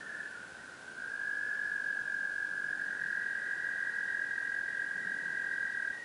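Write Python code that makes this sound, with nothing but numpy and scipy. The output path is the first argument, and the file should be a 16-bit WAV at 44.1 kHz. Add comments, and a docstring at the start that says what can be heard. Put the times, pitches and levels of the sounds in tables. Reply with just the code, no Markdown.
"""A male tree frog trills close to the microphone, at the wooded edge of a pond.
Each trill is a train of short vocal-sac pulses; his come some 45 a second and slow as he goes on.
A higher male joins from along the bank; others call from deeper in the trees and across the water.
Trunks echo and smear the pulses. One microphone takes it all in mono, over a soft hush of air
and a little distant rumble."""
import sys
import numpy as np
from scipy import signal
from scipy.fft import rfft, irfft
from scipy.io import wavfile

SR = 44100
rng = np.random.default_rng(int(sys.argv[2]) if len(sys.argv) > 2 else 0)


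def wav_out(sig):
    """Save sig, one row per channel (or a flat mono array), as 16-bit PCM at SR to the path in sys.argv[1]."""
    wavfile.write(sys.argv[1], SR, np.round(np.clip(np.atleast_2d(sig).T, -1, 1) * 32767).astype(np.int16))


N = 266540
TIME = np.arange(N) / SR

# colour of the air's hush: frequency_hz, relative_db
AIR_SPECTRUM = [(20, -20), (40, -20), (60, -8), (110, -5), (180, -1), (320, -1), (600, -2), (1100, -5),
                (2300, -9.5), (4200, -13), (6500, -16), (9000, -17.5), (11000, -20)]
# colour of the distant rumble: frequency_hz, relative_db
RUMBLE_SPECTRUM = [(60, -28), (140, -13), (178, 2), (225, -1.5), (300, -5), (420, -8), (520, -26),
                   (2000, -68)]
# swells of that rumble: peak_s, rise_s, fall_s, level_db
RUMBLE_SWELLS = [(0, .1, .17, -63), (2.8, 0.23, 0.35, -62), (3.14, 0.056, .06, -66), (5.05, .11, 0.47, -58)]
# frogs across the pond: start_s, end_s, pitch_hz, pulses_per_s, relative_db
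FAR_TRILLS = [(.01, 5.9, 1373, 47, -68.5), (.01, 1.1, 1438, 57, -61.5), (.01, 5.2, 1664, 47, -63.5),
              (.01, 1.1, 1826, 44, -66.5), (.01, 6, 1484, 54, -65)]
# large males in the trees: start_s, end_s, first_pulses_per_s, last_pulses_per_s, pitch_hz, level_db
LOW_TRILLS = [(.012, .45, 55.6, 55.5, 1442, -56.5), (.012, 4, 57, 61, 1534, -52),
              (.98, 4.12, 50, 41, 1472, -52.5)]
# stronger pulses that stand out of the fading trill: time_s, pitch_hz, level_db
CLEAR_PULSES = [(.094, 1680, -44), (.125, 1730, -44), (.147, 1730, -42), (.203, 1732, -40.5),
                (.261, 1702, -42.5)]
# the higher male scoops up, overshoots a little and settles: time_s, pitch_hz
HIGH_PITCH = [(2.7, 1802), (2.95, 1866), (3.2, 1901), (3.55, 1913), (4.3, 1906), (6.04, 1908)]
# trunk reflections from his place along the bank: delay_s, relative_db
HIGH_ECHOES = [(.0068, -12), (.01485, -11), (.02721, -13), (.03676, -17), (.07644, -15)]
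# the near male's tempo, first pulse to last: time_s, pulses_per_s
NEAR_TEMPO = [(.986, 52.6), (1.3, 50.88), (1.7, 48.16), (2.1, 46), (2.6, 46.16), (3.1, 44.62), (3.7, 44.4),
              (4.2, 42.92), (4.8, 43.48), (5.2, 43.23), (5.65, 42.79), (5.92, 37.22)]
# he scoops up, overshoots, settles and slowly sags: time_s, pitch_hz
NEAR_PITCH = [(.98, 1573), (1.12, 1623), (1.3, 1653), (1.68, 1683), (1.8, 1647), (5.92, 1612)]
# trunk reflections from his place by the microphone: delay_s, relative_db
NEAR_ECHOES = [(.01181, -10.5), (.02937, -12.5), (.04392, -15.5), (.0583, -16), (.06567, -19),
               (.09454, -19.5)]


def undb(db):
    """Decibels to gain."""
    return 10 ** (np.asarray(db) / 20)


def curve(table, at):
    """Each column of a table of timed rows, read at the given times."""
    times, *columns = np.transpose(table)
    return [np.interp(at, times, column) for column in columns]


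def lag(at, start_s, settle_s):
    """What is still missing from a steady call: 1 at its start, dying away to 0."""
    return np.exp(-np.maximum(at - start_s, 0) / settle_s)


def noise(spectrum):
    """Noise of rms 1, coloured by rows of frequency_hz, relative_db."""
    hz, db = np.transpose(spectrum)
    bins_hz = np.maximum(np.fft.rfftfreq(N, 1 / SR), 1)
    colour = undb(np.interp(np.log(bins_hz), np.log(hz), db))
    x = irfft(rfft(rng.standard_normal(N)) * colour, N)
    return x / x.std()


def air(hush_db=-54):
    """The bed of the place: a steady hush, and a distant rumble that swells now and then."""
    hush = noise(AIR_SPECTRUM) * undb(hush_db)
    swells = sum(undb(db) * np.exp(-((TIME - peak) / np.where(TIME < peak, rise, fall)) ** 2)
                 for peak, rise, fall, db in RUMBLE_SWELLS)
    return hush + noise(RUMBLE_SPECTRUM) * swells


def woods(x, wet_db, t60_s, echoes=()):
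    """Frog to microphone: direct sound, single reflections, and a tail scattered by trunks and leaves."""
    age = TIME[:SR // 2]
    decay = np.exp(-np.log(1000) * age / t60_s)
    response = rng.standard_normal(len(age)) * decay * (age > .005)
    response *= undb(wet_db) / np.linalg.norm(response)
    response[0] += 1  # the direct path
    for delay_s, db in echoes:
        response[round(delay_s * SR)] += undb(db)
    return signal.fftconvolve(x, response)[:N]


def trill(tempo, voice, scatter_db=1, jitter_s=.0004, waver=.0037):
    """Rows of time_s, pitch_hz, level_db: a pulse for each squeeze of the flanks, no two quite alike."""
    clock = TIME[(TIME >= tempo[0][0]) & (TIME <= tempo[-1][0])]
    squeezes = np.cumsum(curve(tempo, clock)[0]) / SR
    times = np.interp(np.arange(squeezes[-1]), squeezes, clock)
    hz, db = curve(voice, times)
    late, sharp, loud = rng.standard_normal((len(times), 3)).T
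    return np.column_stack([times + jitter_s * late, hz * (1 + waver * sharp), db + scatter_db * loud])


def pulses(rows, length_s, droop, second_db=-40, third_db=-40, skew=.64, taper=1.12, reed_power=1):
    """Vocal-sac pulses: each a near sine that swells, then sags and grows reedy as the pressure drops."""
    out = np.zeros(N)
    crest = .5 ** (1 / skew)  # share of the pulse that has passed at its loudest
    for (peak_s, hz, db), start_phase in zip(rows, rng.uniform(0, 2 * np.pi, len(rows))):
        span = slice(max(int((peak_s - length_s) * SR), 0), int((peak_s + length_s) * SR))
        progress = np.clip((TIME[span] - peak_s) / length_s + crest, 0, 1)
        swell = np.abs(np.sin(np.pi * progress ** skew)) ** taper
        sag = droop * (progress ** 4 - crest ** 4)
        phase = start_phase + 2 * np.pi * np.cumsum(hz * (1 - sag)) / SR
        overtones = undb(second_db) * np.sin(2 * phase) + undb(third_db) * np.sin(3 * phase)
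        reedy = (progress / crest) ** reed_power
        out[span] += 2 * undb(db) * swell * (np.sin(phase) + reedy * overtones)
    return out


def far_frogs():
    """Trills from across the pond, reaching the microphone mostly as reverberation."""
    calls = [trill([(start, rate), (end, rate)], [(start, hz, db)], scatter_db=4.5)
             for start, end, hz, rate, db in FAR_TRILLS]
    chorus = pulses(np.vstack(calls), length_s=.0145, droop=.016)
    return undb(-8.5) * woods(chorus, wet_db=11.5, t60_s=.39)


def low_frogs():
    """Large males deeper in the trees, half blurred, each holding or gradually shifting his tempo."""
    calls = [trill([(start, first), (end, last)], [(start, hz, db)], scatter_db=2.5)
             for start, end, first, last, hz, db in LOW_TRILLS]
    chorus = pulses(np.vstack(calls), length_s=.017, droop=.011)
    return woods(chorus, wet_db=-4, t60_s=.35)


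def fading_frog(end_s=.37, pulses_per_s=53, pitch_hz=1772, sag_hz=50, level_db=-48.5, fade_db=7):
    """A blurred trill sags and runs out in the opening moments, with a few stronger, clearer pulses."""
    tempo = [(.01, pulses_per_s), (end_s, pulses_per_s)]
    voice = [(0, pitch_hz, level_db), (end_s, pitch_hz - sag_hz, level_db - fade_db)]
    blurred = woods(pulses(trill(tempo, voice), length_s=.015, droop=.02), wet_db=1, t60_s=.45)
    clear = woods(pulses(CLEAR_PULSES, length_s=.014, droop=.02), wet_db=-4, t60_s=.4)
    return blurred + clear


def high_frog(start_s=2.698, end_s=6.04, steady_per_s=41.93, rush_per_s=5.76, level_db=-44.5):
    """A smaller male further along the bank, higher and less even, who starts in a rush and eases off."""
    clock = np.arange(start_s, end_s, 1 / SR)
    tempo = np.column_stack([clock, steady_per_s + rush_per_s * lag(clock, start_s, settle_s=1.2)])
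    slack_db = 11.5 * lag(clock, start_s, settle_s=.3)  # his level rises as the vocal sac fills
    falter_db = 11 * np.exp(-((clock - 4.62) / .027) ** 2)  # he falters once, for a few pulses
    voice = np.column_stack([clock, curve(HIGH_PITCH, clock)[0], level_db - slack_db - falter_db])
    rows = trill(tempo, voice, scatter_db=2.1, jitter_s=.0007, waver=.0075)
    call = pulses(rows, length_s=.0155, droop=.046, skew=.78, taper=1.5,
                  second_db=-35.5, third_db=-55, reed_power=3)
    return woods(call, wet_db=-13, t60_s=.3, echoes=HIGH_ECHOES)


def near_frog(level_db=-35.2, swell_db=6.5):
    """The male closest to the microphone swells quickly and holds: separate pulses with faint echoes."""
    slack_db = swell_db * lag(TIME, start_s=NEAR_TEMPO[0][0], settle_s=.27)
    voice = np.column_stack([TIME, curve(NEAR_PITCH, TIME)[0], level_db - slack_db])
    rows = trill(NEAR_TEMPO, voice, scatter_db=1.25, jitter_s=.0003, waver=.002)
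    call = pulses(rows, length_s=.013, droop=.038, skew=.84, taper=1.2,
                  second_db=-46, third_db=-37.5, reed_power=.7)
    return woods(call, wet_db=-13.5, t60_s=.6, echoes=NEAR_ECHOES)


def scene():
    """All the frogs and the air at one microphone on the bank."""
    return (near_frog() + high_frog() + low_frogs() + fading_frog() + far_frogs() + air())[None]


def record(dry):
    """The recorder cuts the top steeply."""
    top_hz = 10900
    return signal.sosfilt(signal.ellip(12, .2, 70, top_hz, fs=SR, output="sos"), dry)


dry = scene()
out = record(dry)
wav_out(out)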